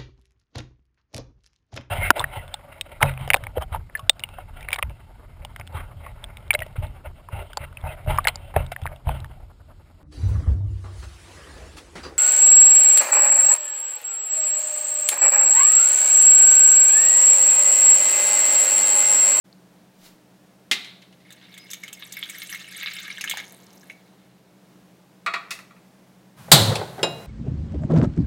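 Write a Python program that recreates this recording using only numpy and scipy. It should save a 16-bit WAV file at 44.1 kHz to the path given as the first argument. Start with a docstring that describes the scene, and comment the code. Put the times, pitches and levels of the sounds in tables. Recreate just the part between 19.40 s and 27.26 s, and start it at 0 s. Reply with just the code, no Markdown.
"""A motor hums in a small kitchen throughout: wavering sine lines over a rush of air. One lone tick, a soft rustle,
then a sticky lump drops into a thin steel bowl: noise bursts and decaying modes. Water is poured over it:
chirping bubbles, sprays and a sheet of noise through the wet bowl's resonances, then foam ticks.
The bowl clatters onto a wooden board. A gas stove is lit: hiss, igniter snap, a low whump of flame
(sinking tone and noise); the knob springs back."""
import sys
import numpy as np
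from scipy import signal
from scipy.fft import rfft, irfft
from scipy.io import wavfile

SR = 44100
rng = np.random.default_rng(int(sys.argv[2]) if len(sys.argv) > 2 else 0)


def digitize_waveform(pressure):
    """Quantize a signal to 16-bit integers and store it at the path in sys.argv[1].

    Rows of a 2-D input are taken as channels; values are limited to [-1, 1].
    """
    field = np.atleast_2d(pressure).T
    bounded = np.clip(field, -1, 1)
    quanta = np.round(bounded * 32767).astype(np.int16)
    wavfile.write(sys.argv[1], SR, quanta)


N = 346746
T = np.arange(N) / SR
RING_T = T[:SR]
TOP_HZ = 15900

# All levels are relative; the functions add their own gains.
# kitchen motor lines: pitch_hz, level_db
HUM_LINES = [(128, -66.5), (180, -60.5), (192.5, -62), (301, -68.5), (640, -77.5)]
# kitchen air spectrum: freq_hz, level_db
AIR_SPECTRUM = [(18, -78.5), (30, -50.5), (48, -22), (98, -19), (117, -15.5), (152, -10.5), (183, -7),
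                (271, -12.5), (309, -10.5), (343, -12.5), (714, -16), (1270, -23.5), (1530, -23.5),
                (2380, -27), (15700, -38)]

# bubbles ringing alone: ticks, low gulps, one long whistle: start_s, level_db, pitch_hz, length_cycles
LONE_BUBBLES = [(0.128, -35.5, 4360, 36), (2.197, -47.5, 5040, 1800), (3.7745, -19.5, 3180, 30),
                (3.938, -16.5, 910, 11), (3.972, -27.5, 790, 15), (4.1237, -13, 12600, 7.4),
                (4.147, -27, 9300, 23)]

# soft rustle as the hand brings the lump in
RUSTLE_PEAK_S, RUSTLE_DB, RUSTLE_SLOPE_DB_PER_S = 0.662, -48.5, 209
# rustle spectrum: freq_hz, level_db
RUSTLE_SPECTRUM = [(300, -2), (1500, -3), (4500, -1), (9000, -7), (15700, -8.5)]

# lump meets the bowl, then rolls to rest: start_s, crash_db, ring_db
LUMP_HITS = [(1.3127, -13.5, -31.5), (1.315, -16, -33), (1.3245, -27, -57), (1.395, -48, -69),
             (1.445, -40, -45), (1.619, -49, -58), (1.726, -53.5, -79), (1.802, -59, -64)]
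# empty bowl modes: pitch_hz, level_db, t60_s
EMPTY_BOWL_MODES = [(1710, -34, 0.58), (1987, -2.5, 0.28), (2084, 1.5, 0.33), (2150, -23.5, 0.83),
                    (2360, -29, 0.54), (2570, -22, 0.61), (2560, -12.5, 0.068), (2640, -41, 0.46),
                    (3090, -45.5, 0.27), (3167, -8.5, 0.47), (3540, -19.5, 0.44), (3300, -23, 0.25),
                    (3528, -6, 0.31), (3920, -31, 0.88), (4230, -20.5, 0.29), (4813, -30.5, 0.44),
                    (5071, -39, 0.41), (6360, -35.5, 0.34), (6730, -33.5, 0.307), (7752, -39.5, 0.32),
                    (8160, -12, 0.3), (9360, -41.5, 0.3), (10420, -51.5, 0.75), (11440, -21, 0.2)]
# blow on the empty bowl, spectrum: freq_hz, level_db
BOWL_BLOW_SPECTRUM = [(88, -63.5), (150, -30.5), (239, -17.5), (621, -22), (1460, -17), (2080, -4),
                      (2470, -6), (3060, -4.5), (5600, -14.5), (7800, -17.5), (8430, -27), (9660, -20.5),
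                      (15700, -35.5)]
# dense after-ring of the empty bowl, spectrum: freq_hz, level_db
BOWL_RING_SPECTRUM = [(410, -42), (700, -16.5), (1010, -15.5), (1590, -9), (1910, -13), (2060, -1.5),
                      (2570, -8), (3900, 1.5), (5550, -20.5), (15700, -37)]

# flow: smooth thread, breaking up as the bowl fills, then cut off: time_s, gurgle_db, spatter_db
POUR_FLOW = [(1.85, -59, -76), (1.92, -55.5, -73.5), (2.62, -55, -56.5), (2.79, -46.5, -50),
             (3.14, -44, -45), (3.25, -48.5, -52.5), (3.33, -42, -50), (3.56, -39, -50), (3.79, -45.5, -53),
             (3.99, -40, -58), (4.05, -54, -70)]
POUR_START_S, POUR_END_S = POUR_FLOW[0][0], POUR_FLOW[-1][0]
# single drops and gulps, loud and faint, during and just after the pour:
# start_s, level_db, bubble_pitch_hz, spray_db
DROPS = [(1.905, -33, 3530, -48), (1.923, -38, 3640, -43.5), (2.1405, -34.5, 3400, -49.5),
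         (2.177, -31, 3440, -41.5), (2.3024, -37, 3220, -37), (2.3111, -32, 3560, -32.5),
         (2.3326, -22.5, 3430, -30.5), (2.4349, -25, 2050, -40), (2.4793, -27.5, 3050, -42.5),
         (2.5282, -30, 3480, -34), (2.6234, -22, 3560, -68), (2.7227, -34, 3550, -32.5),
         (2.7676, -24, 2070, -55), (2.8275, -15.5, 3230, -58), (2.8963, -29, 2200, -31.5),
         (3.0185, -26, 3500, -38.5), (3.1263, -22, 1780, -49), (3.1464, -24, 2040, -36.5),
         (3.4111, -23.5, 3750, -58), (3.4316, -18, 2390, -62), (3.46, -17, 3780, -59),
         (3.4724, -19, 2430, -58), (3.7014, -22, 2330, -49), (3.8097, -20.5, 2420, -30),
         (3.8397, -17, 1710, -31.5), (3.8756, -15.5, 3020, -44), (3.896, -19, 3500, -24),
         (3.911, -11.5, 3200, -29.5), (3.9709, -21, 1720, -33.5), (3.9993, -25.5, 2050, -42),
         (4.4314, -44, 1640, -59), (4.4982, -27.5, 2120, -55)]
# slap of a drop on steel, spectrum: freq_hz, level_db
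SLAP_SPECTRUM = [(700, -10), (1300, 8.5), (2100, 16), (3600, 14), (4800, -7.5), (7300, -21), (15000, -73)]
# running sheet of water, spectrum: freq_hz, level_db
SHEET_SPECTRUM = [(700, -52), (1200, -1.0), (1500, 0.5), (2150, 4), (2800, -2.5), (3600, 6),
                  (4800, -4.0), (12000, -34)]
# swilling water, spectrum: freq_hz, level_db
SWILL_SPECTRUM = [(60, -27), (200, -9.5), (380, 0.5), (850, -4.0), (1500, -9.5), (4200, -8),
                  (6000, -34), (15000, -23)]
# wet bowl resonances: centre_hz, width_hz, level_db
WET_BOWL_RESONANCES = [(1470, 60, -5), (2160, 1200, 4.5), (3870, 710, 6.5), (6650, 650, 4.5)]
SPRAY_HZ, MIST_HZ, MIST_DB = 6670, 11900, -4.5  # every drop throws a coarse spray and a finer, weaker mist
# further random drops once the stream breaks up; level follows the flow
DRIP_START_S, DRIP_END_S, DRIP_HZ, DRIP_OCTAVES = 2, 3.8, 2530, 1.14
DRIP_OVER_GURGLE_DB, DRIP_OVER_SPATTER_DB, DRIP_RANGE_DB = 15, -1, 8
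# water swills round the bowl as the pour ends
SWILL_PEAK_S, SWILL_DB, SWILL_RISE_DB_PER_S, SWILL_FALL_DB_PER_S = 3.88, -55, 69, 14.5
# foam bursts
FOAM_START_S, FOAM_LENGTH_S, FOAM_HZ, FOAM_OCTAVES = 4.03, .5, 8700, 1.4
FOAM_DB, FOAM_RANGE_DB, FOAM_FADE_DB_PER_S = -37, 18, 12

# filled bowl meets the board: start_s, knock_db, wall_ring_db, rim_scrape_db
BOARD_HITS = [(5.8622, -20.5, -22.5, -59), (5.874, -42, -18.5, -64), (5.938, -21, -26, -45),
              (5.96, -51, -24, -67), (6.107, -33, -33.5, -27.5), (6.189, -42.5, -69, -47),
              (6.306, -58, -46, -73), (6.365, -56, -63, -76)]
# filled bowl wall modes: pitch_hz, level_db, t60_s
FULL_BOWL_MODES = [(684, -19.5, 0.31), (1122, -2, 0.091), (1165, 2, 0.1), (1264, -2.5, 0.15),
                   (1386, 4.5, 0.086), (1910, -7, 0.16), (1980, -21, 0.28), (2330, -0.5, 0.061),
                   (2394, -26, 0.13), (2520, -8.5, 0.16), (2540, -32, 0.19), (3360, -15, 0.19),
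                   (3820, -12, 0.13), (4330, -21, 0.37)]
# knock of the filled bowl's base, spectrum: freq_hz, level_db
FULL_BLOW_SPECTRUM = [(150, -61), (250, -27), (406, -11.5), (458, -15.5), (660, -9.5), (732, -16),
                      (1250, 1), (1540, -6), (2000, -1.5), (2550, -2), (2980, -15.5), (4210, -12),
                      (5850, -28.5), (7590, -25), (15700, -70)]
# bowl rim, spectrum: freq_hz, level_db
RIM_SPECTRUM = [(590, -31), (1000, -31), (1380, -26), (1500, -26), (2070, 3), (2320, -36), (2570, 2.5),
                (2990, -16), (3850, -9), (10900, -19), (15700, -27)]

GAS_ON_S, GAS_OPENING_S, GAS_DB = 6.96, 0.028, -43  # valve opens on a steady hiss
# gas hiss spectrum: freq_hz, level_db
GAS_SPECTRUM = [(35, -29), (60, -18), (156, 4.5), (336, -27), (835, -18.5), (1010, -19), (2070, -24.5),
                (2500, -26), (6960, -32.5), (10800, -31), (15700, -36.5)]
# gas catches in quick flares: peak_s, level_db
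FLARE_PEAKS = [(7.137, -11), (7.22, -15), (7.295, -15.5)]
FLARE_RISE_DB_PER_S, FLARE_FALL_DB_PER_S = 600, 290
WHUMP_START_HZ, WHUMP_END_HZ, WHUMP_SAG_S = 171.7, 105.3, 0.0592  # pitch sinks as the flame spreads
# noise part of the whump, spectrum: freq_hz, level_db
WHUMP_SPECTRUM = [(40, -54.0), (85, -7), (190, 3), (320, -13.0), (1500, -62)]
# flame roars up once, then settles to a steady flutter
ROAR_PEAK_S, ROAR_DB, ROAR_RISE_DB_PER_S, ROAR_FALL_DB_PER_S, FLAME_DB = 7.32, -25, 160, 134, -45
# flame spectrum: freq_hz, level_db
FLAME_SPECTRUM = [(35, -63), (60, -19), (155, 1.5), (255, -18), (407, -9.5), (526, -7.5), (710, -11.5),
                  (946, -16.5), (2200, -26), (2860, -57), (4840, -120)]

# igniter hammer trips, strikes, bounces: start_s, level_db
IGNITER_HITS = [(7.1158, -9), (7.1172, 4), (7.126, -8)]
# igniter snap spectrum: freq_hz, level_db
SNAP_SPECTRUM = [(47, -24), (80, -12), (177, -7), (667, -11.5), (814, -5.5), (1160, -10.5), (2200, -12),
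                 (2680, -16), (3820, -1.5), (4360, -3), (5820, -15.5), (7750, -7.5), (10100, -15.5),
                 (13800, -14), (15700, -30)]
# sheet-metal stove body, ring spectrum: freq_hz, level_db
STOVE_RING_SPECTRUM = [(150, -30), (250, -11), (308, -7.5), (574, -2.5), (1090, -8.5), (1340, -11),
                       (2420, -15), (3930, 0.5), (5460, -15.5), (8870, -15), (9850, -19), (14900, -31),
                       (15700, -26)]
# knob knocks in the stove's front: start_s, thud_db, click_db, spring_ring_db
KNOB_HITS = [(7.08, -38, -75, -69), (7.3552, -27, -21.5, -60), (7.413, -25, -53, -57),
             (7.58, -33, -52, -61), (7.592, -31, -45, -65), (7.6299, -15.5, -18, -13)]
# knob thud spectrum: freq_hz, level_db
KNOB_THUD_SPECTRUM = [(88, -34), (150, -16), (364, -0.5), (757, 3), (1020, -5), (1250, -11.5), (1520, -5.5),
                      (1700, -14.5), (1990, -12.5), (2200, -20), (2860, -33), (4840, -120)]
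# knob click spectrum: freq_hz, level_db
KNOB_CLICK_SPECTRUM = [(1290, -50), (2200, -12), (2330, -13), (2770, -11), (3400, -8.5), (3910, -8),
                       (4540, -11), (5130, -17), (5910, -19.5), (7080, -26), (7750, -19.5), (10300, -23),
                       (15700, -44)]
# knob spring modes, before a shared extra decay: pitch_hz, level_db, t60_s
KNOB_SPRING_MODES = [(432, -33, 0.21), (692, -5, 0.84), (2517, -6.5, 0.63), (2770, -12, 0.54),
                     (2806, 1, 0.47), (3980, -3.5, 0.56), (3830, 3.5, 0.25), (5140, 0.5, 0.15),
                     (7180, -3.5, 0.22), (9286, -22, .4)]


def undb(db):
    """Decibels to gain."""
    return 10 ** (np.asarray(db) / 20)


def unit(x):
    """Scale to rms 1."""
    return x / np.sqrt(np.mean(x ** 2) + 1e-20)


def curves(rows):
    """Each column of a table, joined by straight lines in time."""
    time_s, *columns = np.transpose(rows)
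    return [np.interp(T, time_s, column) for column in columns]


def add(out, start_s, x):
    """Mix x into out from start_s."""
    i = int(np.clip(start_s * SR, 0, N - 1))
    out[i:i + len(x)] += x[:N - i]


def fade(t60, t=RING_T):
    """Exponential decay of 60 dB in t60."""
    return np.exp(-np.log(1000) * t / max(t60, 1e-4))


def swell(peak_s, rise_db_per_s, fall_db_per_s):
    """A gain that climbs to 1 at peak_s and dies away, both at a steady rate in dB."""
    return undb(-np.maximum(rise_db_per_s * (peak_s - T), fall_db_per_s * (T - peak_s)))


def walk(rate_hz):
    """Random wander: normal points at rate_hz, joined by lines."""
    points = rng.standard_normal(2048)
    return np.interp(T * rate_hz, np.arange(len(points)), points)


def colour(x, spectrum):
    """Pass x through a causal minimum-phase filter shaped by (freq_hz, level_db) points; rms 1."""
    hz, db = np.transpose(spectrum)
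    size = 4096
    f = np.maximum(np.fft.rfftfreq(size, 1 / SR), 1)
    gain = undb(np.interp(np.log(f), np.log(hz), db))
    cepstrum = irfft(np.log(gain))
    # keeping one side of the cepstrum makes the response causal
    response = irfft(np.exp(rfft(2 * cepstrum[:size // 2], size)))
    return unit(signal.fftconvolve(x, response)[:len(x)])


def noise(spectrum, size=SR):
    """Coloured noise at rms 1."""
    return colour(rng.standard_normal(size), spectrum)


def burst(spectrum, t60, size=SR):
    """A crowd of modes too dense to tell apart: decaying noise that starts at rms near 1."""
    envelope = fade(t60, RING_T[:size])
    crowd = colour(rng.standard_normal(size) * envelope, spectrum)
    return crowd * np.sqrt(np.mean(envelope ** 2))


def ring(modes):
    """Struck modes, each a decaying sine at its own phase; 1 ms onset, rms near 1 at the start."""
    waves = np.zeros(SR)
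    for hz, db, t60 in modes:
        waves += undb(db) * fade(t60) * np.sin(2 * np.pi * (hz * RING_T + rng.random()))
    contact = np.minimum(RING_T / .001, 1)
    return contact * waves / np.sqrt(sum(undb(db) ** 2 for _, db, _ in modes) / 2)


def echo(x, response):
    """Pass x through a response of unit energy."""
    return signal.fftconvolve(x, response / np.linalg.norm(response))[:N]


def bubble(hz, cycles, glide):
    """A pocket of air rings for some cycles, rising in pitch as it nears the surface."""
    age = np.arange(int(cycles * SR / hz) + 2) / SR * hz / cycles  # 0 to 1 over its life
    onset = 1 - np.exp(-age * cycles)
    return onset * fade(0.85, age) * np.sin(2 * np.pi * cycles * (age + glide * age ** 2 / 2))


def spray(hz, t60, octaves, size=4096):
    """A puff of droplets of like size: a brief hiss around one pitch."""
    t = RING_T[:size]
    f = np.maximum(np.fft.rfftfreq(size, 1 / SR), 1)
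    band_gain = 1 / (1 + (np.log2(f / hz) / octaves) ** 2)
    band = irfft(rfft(rng.standard_normal(size)) * band_gain)
    onset = 1 - np.exp(-t / 0.0013)
    return unit(band) * onset * fade(t60, t)


def kitchen():
    """A motor's wavering sine lines over a soft rush of air."""
    hum = np.zeros(N)
    for hz, db in HUM_LINES:
        level = undb(db + 1.6 * walk(6))
        phase = 2 * np.pi * np.cumsum(hz + 1.8 * walk(12)) / SR
        hum += level * np.sqrt(2) * np.sin(phase)
    draught = undb(.6 * walk(3))
    air = undb(-57.0) * draught * noise(AIR_SPECTRUM, size=N)
    return (hum + air) * np.clip((T - .04) / 0.015, 0, 1)


def ticks():
    """Lone bubbles: most are ticks some tens of cycles long or less."""
    out = np.zeros(N)
    for start_s, db, hz, cycles in LONE_BUBBLES:
        add(out, start_s, undb(db) * bubble(hz, cycles, glide=0.0092))
    return out


def rustle():
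    """A brief, soft brush of noise before the lump drops."""
    level = undb(RUSTLE_DB) * swell(RUSTLE_PEAK_S, RUSTLE_SLOPE_DB_PER_S, RUSTLE_SLOPE_DB_PER_S)
    return level * noise(RUSTLE_SPECTRUM, size=N)


def lump():
    """The lump strikes the dry bowl: a short crash, then dense and single modes ring on."""
    out = np.zeros(N)
    walls = ring(EMPTY_BOWL_MODES)
    for start_s, crash_db, ring_db in LUMP_HITS:
        add(out, start_s, undb(crash_db) * burst(BOWL_BLOW_SPECTRUM, t60=0.1))
        after_ring = burst(BOWL_RING_SPECTRUM, t60=0.51) + undb(-2.5) * walls
        add(out, start_s, undb(ring_db) * after_ring)
    return out


def swarm(hz, spread, scatter_db, cycles, count):
    """Bubbles of random size at random moments of the pour; rms 1 while it lasts."""
    out = np.zeros(N)
    starts_s = rng.uniform(POUR_START_S, POUR_END_S, count)
    draws = np.clip(rng.standard_normal((count, 2)), -2.3, 2.3)
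    for start_s, (pitch, size) in zip(starts_s, draws):
        bubble_hz = min(hz * np.exp(spread * pitch), TOP_HZ)
        add(out, start_s, undb(scatter_db * size) * bubble(bubble_hz, cycles, glide=0.076))
    return unit(out) * np.sqrt((POUR_END_S - POUR_START_S) * SR / N)


def stream():
    """Beneath the single drops, gurgling bubbles, a sheet of water, fizz and mist follow the flow; then swill."""
    gurgle_db, spatter_db = curves(POUR_FLOW)
    bubbles = swarm(hz=2713, spread=0.337, scatter_db=4.5, cycles=30, count=1700)
    # the wet bowl carries little of the gurgle below about 1.4 kHz
    gurgle = signal.sosfilt(signal.butter(4, 1450, "high", fs=SR, output="sos"), bubbles)
    sheet = undb(5.9 * walk(70)) * noise(SHEET_SPECTRUM, size=N)
    sheet *= (T > POUR_START_S) & (T < POUR_END_S)
    fizz = swarm(hz=9100, spread=0.343, scatter_db=1, cycles=45, count=1000)
    mist = np.zeros(N)
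    for when, height, size in rng.random((260, 3)):
        start_s = POUR_START_S + when * (POUR_END_S - POUR_START_S)
        add(mist, start_s, undb(24 * size) * spray(5000 * 3 ** height, t60=0.032, octaves=0.099))
    slosh = swell(SWILL_PEAK_S, SWILL_RISE_DB_PER_S, SWILL_FALL_DB_PER_S)
    swill = slosh * undb(SWILL_DB + 2 * walk(35)) * noise(SWILL_SPECTRUM, size=N)
    low = undb(gurgle_db - 3) * (gurgle + sheet / 2)
    high = undb(spatter_db - 5.0) * (fizz + unit(mist))
    return low + high + swill


def drips(count):
    """Further random drops at loosely even moments, levels following the flow: rows like those of DROPS."""
    when, size, pitch, wetness = rng.random((count, 4)).T
    start_s = DRIP_START_S + (DRIP_END_S - DRIP_START_S) * (np.arange(count) + when) / count
    gurgle_db, spatter_db = (np.interp(start_s, T, curve) for curve in curves(POUR_FLOW))
    db = gurgle_db + DRIP_OVER_GURGLE_DB + DRIP_RANGE_DB * (size - .5)
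    spray_db = spatter_db + DRIP_OVER_SPATTER_DB + DRIP_RANGE_DB * (wetness - .5)
    hz = DRIP_HZ * 2 ** (DRIP_OCTAVES * (pitch - .5))
    return list(zip(start_s, db, hz, spray_db))


def splashes():
    """Each drop slaps the steel, traps a few bubbles of like size and throws a fine spray."""
    out = np.zeros(N)
    for start_s, db, hz, spray_db in list(DROPS) + drips(count=24):
        add(out, start_s, undb(db - 9.5) * burst(SLAP_SPECTRUM, t60=0.021, size=4096))
        add(out, start_s + 0.00046, undb(db + 2) * bubble(hz, cycles=32.0, glide=0.15))
        # weaker pockets pinch off within the next 13 ms
        for late, detune in rng.random((3, 2)):
            pocket = bubble(hz * 1.67 ** (detune - .5), cycles=21.6, glide=0.049)
            add(out, start_s + 0.013 * late, undb(db - 4.5) * pocket)
        fineness = 1.43 ** (rng.random() - .5)
        coarse = spray(SPRAY_HZ * fineness, t60=.045, octaves=.3)
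        fine = spray(MIST_HZ * fineness, t60=.045, octaves=.3)
        add(out, start_s, undb(spray_db + 2) * (coarse + undb(MIST_DB) * fine))
    return out


def foam(count):
    """Tiny bubbles burst on the settling water, fainter on average with time."""
    out = np.zeros(N)
    for when, size, pitch in rng.random((count, 3)):
        age_s = when * FOAM_LENGTH_S
        db = FOAM_DB - FOAM_FADE_DB_PER_S * age_s + FOAM_RANGE_DB * (size - .5)
        hz = FOAM_HZ * 2 ** (FOAM_OCTAVES * (pitch - .5))
        add(out, FOAM_START_S + age_s, undb(db) * bubble(hz, cycles=15.2, glide=.03))
    return out


def water():
    """The water sounds directly and through the broad resonances of the wet bowl."""
    wet = splashes() + stream() + foam(count=170)
    f = np.fft.rfftfreq(SR, 1 / SR)
    shape = sum(undb(db) / (1 + (2 * (f - hz) / width_hz) ** 2) for hz, width_hz, db in WET_BOWL_RESONANCES)
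    hollow = irfft(rfft(rng.standard_normal(SR)) * shape) * fade(0.075)
    return wet + undb(-9.5) * echo(wet, hollow)


def clatter():
    """The filled bowl rocks onto the board: contact tick, dull base knocks, ringing walls, bright rim."""
    out = np.zeros(N)
    walls = ring(FULL_BOWL_MODES)
    for start_s, knock_db, wall_db, rim_db in BOARD_HITS:
        tick = undb(-13) * burst(RIM_SPECTRUM, t60=0.039)
        base = burst(FULL_BLOW_SPECTRUM, t60=.12) + undb(-20) * burst(FULL_BLOW_SPECTRUM, t60=0.63)
        rim = burst(RIM_SPECTRUM, t60=0.13) + undb(-8) * burst(RIM_SPECTRUM, t60=0.3)
        add(out, start_s, undb(knock_db) * (tick + base) + undb(wall_db) * walls + undb(rim_db) * rim)
    return out


def burner():
    """Gas hisses from the ports, catches with a low throbbing whump and burns on with a flutter."""
    hiss = undb(GAS_DB) * noise(GAS_SPECTRUM, size=N)
    hiss *= np.clip((T - GAS_ON_S) / GAS_OPENING_S, 0, 1)
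    burning_s = np.maximum(T - IGNITER_HITS[0][0], 0)
    hz = WHUMP_END_HZ + (WHUMP_START_HZ - WHUMP_END_HZ) * np.exp(-burning_s / WHUMP_SAG_S)
    phase = 2 * np.pi * np.cumsum(hz * (1 + 0.093 * walk(90))) / SR
    whump = np.sqrt(2) * np.sin(phase) + undb(-7.0) * noise(WHUMP_SPECTRUM, size=N)
    flares = np.zeros(N)
    for peak_s, db in FLARE_PEAKS:
        flares += undb(db - 2.0) * swell(peak_s, FLARE_RISE_DB_PER_S, FLARE_FALL_DB_PER_S)
    roar = undb(ROAR_DB) * swell(ROAR_PEAK_S, ROAR_RISE_DB_PER_S, ROAR_FALL_DB_PER_S)
    flutter = (undb(FLAME_DB) + roar) * undb(2 * walk(25)) * noise(FLAME_SPECTRUM, size=N)
    return hiss + (burning_s > 0) * (flutter + flares * whump)


def stove():
    """The igniter's hammer crashes through the sheet-metal body; the knob knocks, clicks, rings its spring."""
    out = np.zeros(N)
    for start_s, db in IGNITER_HITS:
        snap = burst(SNAP_SPECTRUM, t60=0.096)
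        body = undb(-14.5) * burst(STOVE_RING_SPECTRUM, t60=0.57)
        add(out, start_s, undb(db) * (snap + body))
    for start_s, thud_db, click_db, spring_db in KNOB_HITS:
        thud = burst(KNOB_THUD_SPECTRUM, t60=0.11) + undb(-7.0) * burst(KNOB_THUD_SPECTRUM, t60=0.16)
        add(out, start_s, undb(thud_db) * thud)
        add(out, start_s, undb(click_db) * burst(KNOB_CLICK_SPECTRUM, t60=0.065))
        # quick drop, then a weaker long ring
        spring = ring(KNOB_SPRING_MODES) * (fade(.13) + undb(-8)) / 2
        add(out, start_s, undb(spring_db) * spring)
    return out


def scene():
    """All sources; the near ones, but not burner and kitchen, get a short echo of hard kitchen walls."""
    near = ticks() + rustle() + lump() + water() + clatter() + stove()
    walls = noise([(100, 11.5), (1000, 2.0), (4000, -3.5), (9000, -7), (16000, -1.0)])  # freq_hz, level_db
    walls *= fade(0.425) * (RING_T > .006)
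    return (near + undb(-11.5) * echo(near, walls) + burner() + kitchen())[None]


def record(dry):
    """Overload clips the recorder at full scale; a steep low-pass cuts the top."""
    low_pass = signal.ellip(10, .2, 70, TOP_HZ, fs=SR, output="sos")
    return signal.sosfilt(low_pass, np.clip(dry, -1, 1))


dry = scene()
out = record(dry)
digitize_waveform(out)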